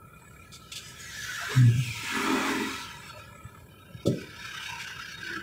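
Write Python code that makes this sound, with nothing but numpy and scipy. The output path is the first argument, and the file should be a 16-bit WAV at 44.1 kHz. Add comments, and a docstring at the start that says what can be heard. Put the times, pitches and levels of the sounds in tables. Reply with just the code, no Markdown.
"""Cabin rumble and distant traffic, heard at the open side window of a creeping vehicle.
A van passes with a motorcycle's short exhaust boom; a droning scooter follows, then a diesel car.
Each pass is tyre roar and engine hiss, pulsed by the firings, coloured by road reflection and cabin.
A loose fitting rattles; dull blows ring the body panels, the hardest just after 4 s."""
import sys
import numpy as np
from scipy import signal
from scipy.fft import rfft, irfft
from scipy.io import wavfile
from scipy.ndimage import uniform_filter1d

SR = 44100
rng = np.random.default_rng(int(sys.argv[2]) if len(sys.argv) > 2 else 0)


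def dump(signal):
    """Clip the signal to [-1, 1] and save it as 16-bit WAV at the path in sys.argv[1]."""
    limited = np.clip(np.atleast_2d(signal).T, -1, 1)
    pcm = np.round(limited * 32767).astype(np.int16)
    wavfile.write(sys.argv[1], SR, pcm)


N = 239154
TIME_S = np.arange(N) / SR
STFT = dict(fs=SR, nperseg=1024, noverlap=768)
BINS_HZ, FRAMES_S, _ = signal.stft(np.zeros(N), **STFT)
BINS_HZ = np.maximum(BINS_HZ, 1)[:, None]

# spectra of cabin rumble, faint hiss and loose fitting (frequency [Hz], gain [dB])
RUMBLE_SPECTRUM = [(15, -64), (25, -19), (38, -27), (58, -6.5), (113, -2.5), (140, -5.5), (167, -5.5),
                   (270, -18), (417, -14.5), (503, -21), (549, -18), (800, -24), (1040, -3), (1760, -120)]
AIR_SPECTRUM = [(4000, -12), (7500, -12), (9500, 1.5), (12500, -2), (15500, -0.5)]
RATTLE_SPECTRUM = [(1800, -2), (2500, 2), (3100, -7.5), (3550, 1), (3900, -13), (4500, -5), (5300, -13),
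                   (7600, -11), (9700, -20), (15500, -27)]
# runs of chatter (start [s], level [dB], length [s], low cut [Hz])
RATTLE_RUNS = [(0.515, -46.5, 0.043, 3460), (0.716, -37, 0.011, 2600), (0.751, -36.5, 0.026, 2780),
               (4.056, -38, 0.019, 3270), (4.79, -42, 0.036, 1520)]
# body panel modes (frequency [Hz], gain [dB], free T60 [s])
BODY_MODES = [(127.3, -3, 0.15), (161, -6.5, 0.11), (180.4, -14.5, 0.35), (231.7, -19.5, 0.5),
              (301, -18, 0.46), (353, 3, 0.038), (383, -16.5, 0.36), (424, -22.5, 0.51), (533, -33, 0.6),
              (562, -5.5, 0.11), (608, -20, 0.29), (1302, 1.5, 0.16)]
# blows on the body (time [s], gain [dB], low cut [Hz], high cut [Hz], ring [0-1])
BLOWS = [(3.445, 1, 74.5, 131, 0.1), (3.943, 3, 82, 146, 0.4), (4.052, 10, 274, 400, 0.63),
         (4.062, 3.5, 274, 860, 0.45), (4.070, 12.5, 102, 507, 1)]
# hollow tones in the street noise (time [s], frequency [Hz], level [dB], length [s])
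STREET_TONES = [(1.432, 690, -44, 0.027), (1.522, 421, -38.5, 0.039), (1.702, 372, -40.5, 0.031),
                (3.103, 1352, -43, 0.013), (3.171, 610, -48, 0.041), (5.233, 1590, -32, 0.0047)]
# exhaust resonances (frequency [Hz], width [Hz], gain [dB])
SCOOTER_PIPE_MODES = [(223, 48, -7), (313, 37, -6.5), (397.5, 66, -6.5)]
CAR_PIPE_MODES = [(190, 51, 0), (340, 65, 6)]
# scooter exhaust envelope (time [s], gain [dB])
SCOOTER_ENVELOPE = [(2.04, -42.5), (2.074, -61), (2.164, -31.5), (2.234, -33.5), (2.344, -26.5),
                    (2.454, -36), (2.504, -33), (2.65, -33.5), (2.9, -62.5)]
# motorcycle exhaust note (time [s], frequency [Hz])
BOOM_NOTE = [(1.55, 132.3), (1.61, 125.9), (1.66, 119), (1.71, 114.2), (1.79, 128.8), (1.92, 113)]
# engine hiss spectra (frequency [Hz], gain [dB])
FAR_SPECTRUM = [(2200, 0), (2450, 16), (2620, -59), (3400, -8), (5500, -69), (7000, -17), (8000, -4),
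                (9500, -63), (15500, -51)]
VAN_SPECTRUM = [(2000, -0.5), (2700, -10.5), (3340, -6), (4360, -15.5), (5540, -11.5), (7680, -15.5),
                (9000, -22), (15500, -24.5)]
SCOOTER_SPECTRUM = [(2000, 5), (2440, 4), (2850, -4.5), (3320, -1.5), (4000, -8.5), (6250, -11),
                    (7600, -11.5), (9000, -17), (12000, -24.5), (15500, -20)]
CAR_SPECTRUM = [(2000, -14), (2250, 6.5), (2900, 5), (3290, -2), (3580, 2.5), (4000, -12), (4450, -6.5),
                (5850, -2.5), (6500, -13), (8700, -19), (15500, -21.5)]
# cabin modes in the roar (frequency [Hz], base width [Hz], far [dB], van [dB], scooter [dB], car [dB])
ROAR_MODES = [(567, 33, 3, 28, 6.5, -12), (942, 69, 6.5, 6.5, 1, 4.5), (1328, 75, 10.5, -4.5, 1, -2.5),
              (1572, 120, -51, -0.5, -10, -0.5), (1702.5, 61, -1, 2, -4.5, -10.5),
              (1955, 25, -8, 1.5, 0, -7)]
# peaks and dips in quiet hiss (frequency [Hz], width [Hz], base gain [dB])
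HISS_PEAKS = [(2278, 12, -2), (2998, 133, 7), (3740, 36, 30), (4310, 490, 16), (6940, 32, -13),
              (8020, 3600, 8.5), (13900, 480, 9)]
# passes; the car surges again as it pulls away
# (vehicle, abreast [s], hold [s], hiss [dB], base rise [dB/s], base fall [dB/s],
#  roar [dB], rise [dB/s], fall [dB/s], roar low cut when near [Hz])
PASS_BYS = [("far", 0.32, 0.48, -61, 140, 10.4, -55.5, 10, 2.2, 1570),
            ("van", 1.447, 0.21, -40, 17.2, 83, -36, 42.5, 70, 1050),
            ("scooter", 2.32, 0.33, -35, 15.2, 19.6, -31.5, 90, 34, 630),
            ("far", 3.234, 0.6, -60.5, 25, 25, -53, 28, 100, 310),
            ("car", 4.684, 0.34, -42, 20, 14, -41.5, 34, 6.8, 760),
            ("car", 5.325, 0.15, -45.5, 170, 60, -37.5, 880, 87, 1400)]


def undb(db):
    """Decibels to gain."""
    return 10 ** (np.asarray(db) / 20)


def unit(x):
    """Scale to RMS 1."""
    return x / np.sqrt(np.mean(x ** 2))


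def curve(points):
    """Linear interpolation of (time, value) points at every sample."""
    return np.interp(TIME_S, *np.transpose(points))


def gate(start_s, end_s, fade_s=0.025):
    """Gain 1 between two times, soft edges."""
    return np.sqrt(np.clip(np.minimum(TIME_S - start_s, end_s - TIME_S) / fade_s + .5, 0, 1))


def swell(at_s, start_s, end_s, rise_db_per_s, fall_db_per_s, steepen_per_s=0):
    """Gain that rises until start_s, holds, and falls after end_s."""
    early_s, late_s = np.maximum(start_s - at_s, 0), np.maximum(at_s - end_s, 0)
    drop_db = rise_db_per_s * early_s + fall_db_per_s * late_s
    return undb(-drop_db * (1 + steepen_per_s * (early_s + late_s)))


def colour(spectrum, hz):
    """Gain of a spectrum, interpolated on log frequency."""
    points_hz, db = np.transpose(spectrum)
    return undb(np.interp(np.log(np.maximum(hz, 1)), np.log(points_hz), db))


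def bell(x, centre, width):
    """Resonance curve, peak 1."""
    return 1 / (1 + ((x - centre) / (.5 * width)) ** 2)


def filtered(x, gain):
    """Filter by a function of frequency."""
    return irfft(rfft(x) * gain(np.fft.rfftfreq(N, 1 / SR)), N)


def butter(x, hz, kind, order=2):
    """Low-pass or high-pass."""
    return signal.sosfilt(signal.butter(order, hz, kind, fs=SR, output="sos"), x)


def noise():
    """White noise."""
    return rng.standard_normal(N)


def drift(bandwidth_hz):
    """Smooth random drift, RMS 1."""
    return unit(filtered(noise(), lambda f: np.exp(-(f / bandwidth_hz) ** 2)))


def shaped_noise(gain, low_hz, high_hz):
    """Noise with a time-varying spectrum; power held at 1 between low_hz and high_hz."""
    band = (BINS_HZ > low_hz) & (BINS_HZ < high_hz)
    gain = gain / np.sqrt(np.mean(gain ** 2 * band, axis=0))
    spectra = signal.stft(noise(), **STFT)[2]
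    return signal.istft(spectra * gain, **STFT)[1][:N]


def patches(frames):
    """Random field of narrow bands that come and go, RMS 1."""
    field = uniform_filter1d(rng.standard_normal((len(BINS_HZ), len(FRAMES_S))), size=3, axis=0)
    return unit(uniform_filter1d(uniform_filter1d(field, frames, axis=1), frames, axis=1))


def cabin(rumble_db=-51.5, air_db=-66.5):
    """Low rumble of the creeping vehicle, plus faint flickering hiss."""
    rumble = unit(filtered(noise(), lambda f: colour(RUMBLE_SPECTRUM, f) / (1 + (f / 750) ** 8)))
    flicker = undb(3 * patches(frames=16))
    rumble *= undb(rumble_db + 0.25 * drift(2.7))
    air = shaped_noise(colour(AIR_SPECTRUM, BINS_HZ) * flicker, 7000, 16000)
    return rumble + air * undb(air_db)


def rattles(chatter_t60_s=0.13, tail_db=-12, tail_t60_s=1.0):
    """A loose metal fitting chatters: bright noise bursts that build and die away."""
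    out = np.zeros(N)
    for start_s, db, length_s, low_hz in RATTLE_RUNS:
        age_s = np.maximum(TIME_S - start_s, 0)
        rise = np.minimum(age_s / (.35 * length_s), 1)
        decay = undb(-60 * np.maximum(age_s - length_s, 0) / chatter_t60_s)
        tail = undb(tail_db - 60 * age_s / tail_t60_s)
        chatter = filtered(noise() * undb(0.31 * drift(370)), lambda f: colour(RATTLE_SPECTRUM, f))
        out += unit(butter(chatter, low_hz, "high", order=8)) * rise * np.maximum(decay, tail) * undb(db)
    return out


def knocks(gain_db=-24, tail_db=-13, tail_t60_s=.45, contact_s=0.0028, damped_t60_s=0.081):
    """Blows ring the body panels; soft ones reach only the lowest modes and die at once."""
    age_s = TIME_S[:SR // 2]
    panels = sum(undb(db - 60 * age_s / t60_s) * np.sin(2 * np.pi * hz * age_s)
                 for hz, db, t60_s in BODY_MODES)
    tail = unit(butter(butter(noise(), 567, "low", order=8), 87, "high"))[:len(age_s)]
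    tail *= undb(tail_db - 60 * age_s / tail_t60_s)
    push = 1 - np.exp(-age_s / contact_s)  # padded contact
    out = np.zeros(N)
    for start_s, db, low_hz, high_hz, ring in BLOWS:
        damping = undb(-60 * age_s * max(1 - ring, 0) / damped_t60_s)
        blow = butter((panels + tail) * push * damping, high_hz, "low", order=4)
        blow = butter(blow, low_hz, "high", order=3)
        out += np.pad(blow * undb(db + gain_db), (int(start_s * SR), N))[:N]
    return out


def street_tones():
    """Brief hollow tones swell out of the street noise."""
    sway_rad = 0.64 * drift(80)
    out = np.zeros(N)
    for peak_s, hz, db, length_s in STREET_TONES:
        envelope = undb(db) * np.exp(-2 * ((TIME_S - peak_s) / length_s) ** 2)
        out += np.sqrt(2) * envelope * np.sin(2 * np.pi * hz * TIME_S + sway_rad)
    return out


def scooter_whine(level_db=-55, abreast_s=2.22, cross_s=0.32, speed_m_per_s=12):
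    """Two thin drive tones sink by Doppler shift as the scooter passes."""
    along = (TIME_S - abreast_s) / cross_s  # in units of the closest distance
    distance = np.hypot(1, along)
    doppler = 1 - speed_m_per_s / 343 * along / distance
    tones = sum(np.sin(2 * np.pi * np.cumsum(hz * doppler) / SR) * drift(70) * undb(1.4 * drift(12))
                for hz in (10480, 14400))
    return tones * undb(level_db) / distance ** 2


def pipe_drone(modes, firing_hz, jitter, gas_db, harmonic, note_db):
    """Uneven firings and rushing gas ring an exhaust pipe; one harmonic stands out."""
    cycles = np.cumsum(firing_hz * (1 + jitter * drift(41.7))) / SR
    firings = unit(np.diff(np.floor(cycles), prepend=0) * undb(3.6 * drift(72)))
    flow = firings + undb(gas_db) * noise()
    rasp = unit(filtered(flow, lambda f: sum(undb(db) * bell(f, hz, width) for hz, width, db in modes)))
    note = unit(np.sin(2 * np.pi * harmonic * cycles) * undb(2.2 * drift(25)))
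    return unit(rasp + undb(note_db) * note)


def exhausts(scooter_gain_db=0.5, car_gain_db=-38):
    """The scooter's pipe drones beside the window; the car's sounds briefly as it pulls away."""
    scooter = pipe_drone(SCOOTER_PIPE_MODES, firing_hz=44.6, jitter=.018,
                         gas_db=3, harmonic=6, note_db=-0.5)
    car = pipe_drone(CAR_PIPE_MODES, firing_hz=67.9, jitter=0.025, gas_db=6, harmonic=5, note_db=-4.0)
    scooter *= undb(curve(SCOOTER_ENVELOPE) + scooter_gain_db)
    scooter *= gate(SCOOTER_ENVELOPE[0][0], SCOOTER_ENVELOPE[-1][0])
    return scooter + car * swell(TIME_S, 5.392, 5.385, 131, 350) * undb(car_gain_db)


def motorcycle_boom(start_s=1.575, end_s=1.662, note_db=-17, octave_db=-31, beat_hz=9.9, beat_db=2.5):
    """The tailpipe faces the window and the cabin booms; the note beats and breaks up as it turns away."""
    phase = 2 * np.pi * np.cumsum(curve(BOOM_NOTE)) / SR
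    turned = np.clip((TIME_S - end_s) / 0.07, 0, 1)
    beat = undb(beat_db * turned * np.cos(2 * np.pi * beat_hz * (TIME_S - 1.69)))
    envelope = undb(note_db) * swell(TIME_S, start_s, end_s, 865, 75, steepen_per_s=1.1)
    note = np.sqrt(2) * np.sin(phase + .7 * turned * drift(25))
    note *= undb((.5 + 2.2 * turned) * drift(30))
    octave = np.sqrt(2) * np.sin(2 * phase + 0.84 * drift(38))
    octave *= undb(octave_db) * swell(TIME_S, start_s, end_s, 500, 180)
    gas = unit(filtered(noise(), lambda f: bell(f, 182, 106) * f / (f + 60))) * undb(-19 + 6.2 * turned)
    buffet = unit(butter(noise(), 80, "low", order=4)) * undb(-27)  # gas pushes the cabin air
    return ((note + gas + buffet) * envelope + octave) * beat


def passing(name, far_cut_hz):
    """Per frame: hiss level, roar level, roar low cut, time since abreast."""
    hiss, roar, cut_hz, since_s = 1e-12, 1e-12, far_cut_hz, np.inf
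    for (who, abreast_s, hold_s, hiss_db, hiss_rise, hiss_fall,
         roar_db, roar_rise, roar_fall, near_cut_hz) in PASS_BYS:
        if who == name:
            span_s = abreast_s - hold_s / 2, abreast_s + hold_s / 2
            # the window frame shades the hiss: it fades ever faster with distance
            shaded = swell(FRAMES_S, *span_s, hiss_rise, hiss_fall, steepen_per_s=0.65)
            hiss = np.hypot(hiss, undb(hiss_db) * shaded)
            roar = np.hypot(roar, undb(roar_db) * swell(FRAMES_S, *span_s, roar_rise, roar_fall))
            # the cut moves towards each pass's near value as it comes abreast
            facing = bell(FRAMES_S, abreast_s + 0.25 * hold_s, 0.88 * hold_s)
            cut_hz = cut_hz * (near_cut_hz / far_cut_hz) ** facing
            offset_s = FRAMES_S - abreast_s
            since_s = np.where(abs(offset_s) < abs(since_s), offset_s, since_s)
    return 20 * np.log10(hiss), 20 * np.log10(roar), cut_hz, since_s


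def road_reflection(since_s, cross_s, near_crest_hz, crest_db, approach_db, lead_s):
    """Road bounce: a crest and a trough sink as the vehicle nears; one band cancels briefly."""
    distance = np.hypot(1, since_s / cross_s)  # 1 at the closest point
    crest_hz = near_crest_hz * np.minimum(distance, 2.5)
    ripple = bell(BINS_HZ, crest_hz, crest_hz / 10.5) - bell(BINS_HZ, 0.69 * crest_hz, 0.25 * crest_hz)
    depth_db = crest_db + approach_db * bell(since_s, -lead_s, 0.45)
    notch_db = -20 * bell(since_s, -0.57, 0.14) * bell(BINS_HZ, 4190, 810)
    return undb(depth_db * ripple + notch_db), crest_hz


def vehicle(name, spectrum, roar_column, firing_hz, clatter_db, peak_share, far_cut_hz, **reflection):
    """Tyre roar and engine hiss: broad when loud; when quiet, peaks stand out and narrow bands flicker."""
    hiss_db, roar_db, cut_hz, since_s = passing(name, far_cut_hz)
    quiet = np.clip((-29.5 - hiss_db) / 20, 0, 1.2)
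    road, crest_hz = road_reflection(since_s, **reflection)

    widen = 1 + 1.8 * np.clip((roar_db + 46) / 10, 0, 1.3)  # direct sound fills the valleys
    roar_gain = np.sqrt(sum((undb(levels_db[roar_column]) * bell(BINS_HZ, hz, width_hz * widen)) ** 2
                            for hz, width_hz, *levels_db in ROAR_MODES))
    roar_gain /= np.sqrt(1 + (cut_hz / BINS_HZ) ** 14)
    roar_gain *= undb((1 + 5.8 * quiet) * patches(frames=7))

    hiss_cut_hz = np.maximum(2130, 0.79 * crest_hz)
    hiss_gain = colour(spectrum, BINS_HZ) / np.sqrt(1 + (hiss_cut_hz / np.maximum(BINS_HZ, 100)) ** 36)
    peaks_db = peak_share * sum(db * bell(BINS_HZ, hz, width_hz) for hz, width_hz, db in HISS_PEAKS)
    flicker_db = 4.5 * (patches(frames=30) + patches(frames=6)) / (1 + (BINS_HZ / 11000) ** 6)
    hiss_gain *= undb(quiet * (peaks_db + flicker_db))

    # one burst of mechanical noise per firing
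    cycles = np.cumsum(firing_hz * (1 + 0.036 * drift(17.7))) / SR
    throb = unit(undb(clatter_db * (np.cos(2 * np.pi * cycles) + .5 * drift(60))))
    hiss_db, roar_db, quiet = (np.interp(TIME_S, FRAMES_S, x) for x in (hiss_db, roar_db, quiet))
    waver = quiet * drift(9.9)
    hiss = shaped_noise(hiss_gain * road, 2195, 14000) * undb(hiss_db + 2.4 * waver)
    roar = shaped_noise(roar_gain * road, 850, 3100) * undb(roar_db + 0.47 * waver)
    return throb * (hiss + roar)


def traffic():
    """Van, scooter and diesel car pass close by; distant traffic fills the gaps."""
    far = vehicle("far", FAR_SPECTRUM, roar_column=0, firing_hz=35.98, clatter_db=3.0,
                  peak_share=0.13, far_cut_hz=730,
                  near_crest_hz=1270, crest_db=4.7, approach_db=-1.5, lead_s=0, cross_s=2.0)
    van = vehicle("van", VAN_SPECTRUM, roar_column=1, firing_hz=72.6, clatter_db=0.32,
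                  peak_share=0.43, far_cut_hz=1590,
                  near_crest_hz=1415, crest_db=-4, approach_db=11, lead_s=0.26, cross_s=0.35)
    scooter = vehicle("scooter", SCOOTER_SPECTRUM, roar_column=2, firing_hz=93.6, clatter_db=0.52,
                      peak_share=0.25, far_cut_hz=1020,
                      near_crest_hz=1123, crest_db=2.0, approach_db=6, lead_s=0.57, cross_s=0.22)
    car = vehicle("car", CAR_SPECTRUM, roar_column=3, firing_hz=33, clatter_db=1.9,
                  peak_share=0.73, far_cut_hz=1550,
                  near_crest_hz=1544, crest_db=5.5, approach_db=0.5, lead_s=0.31, cross_s=0.54)
    return far + van + scooter + car


def scene():
    """Mono sum inside the cabin."""
    street = traffic() + motorcycle_boom() + exhausts() + scooter_whine() + street_tones()
    return (street + knocks() + rattles() + cabin())[None]


def record(dry):
    """Steep low-pass at 15.6 kHz."""
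    return signal.sosfilt(signal.ellip(10, .2, 80, 15600, fs=SR, output="sos"), dry)


dry = scene()
out = record(dry)
dump(out)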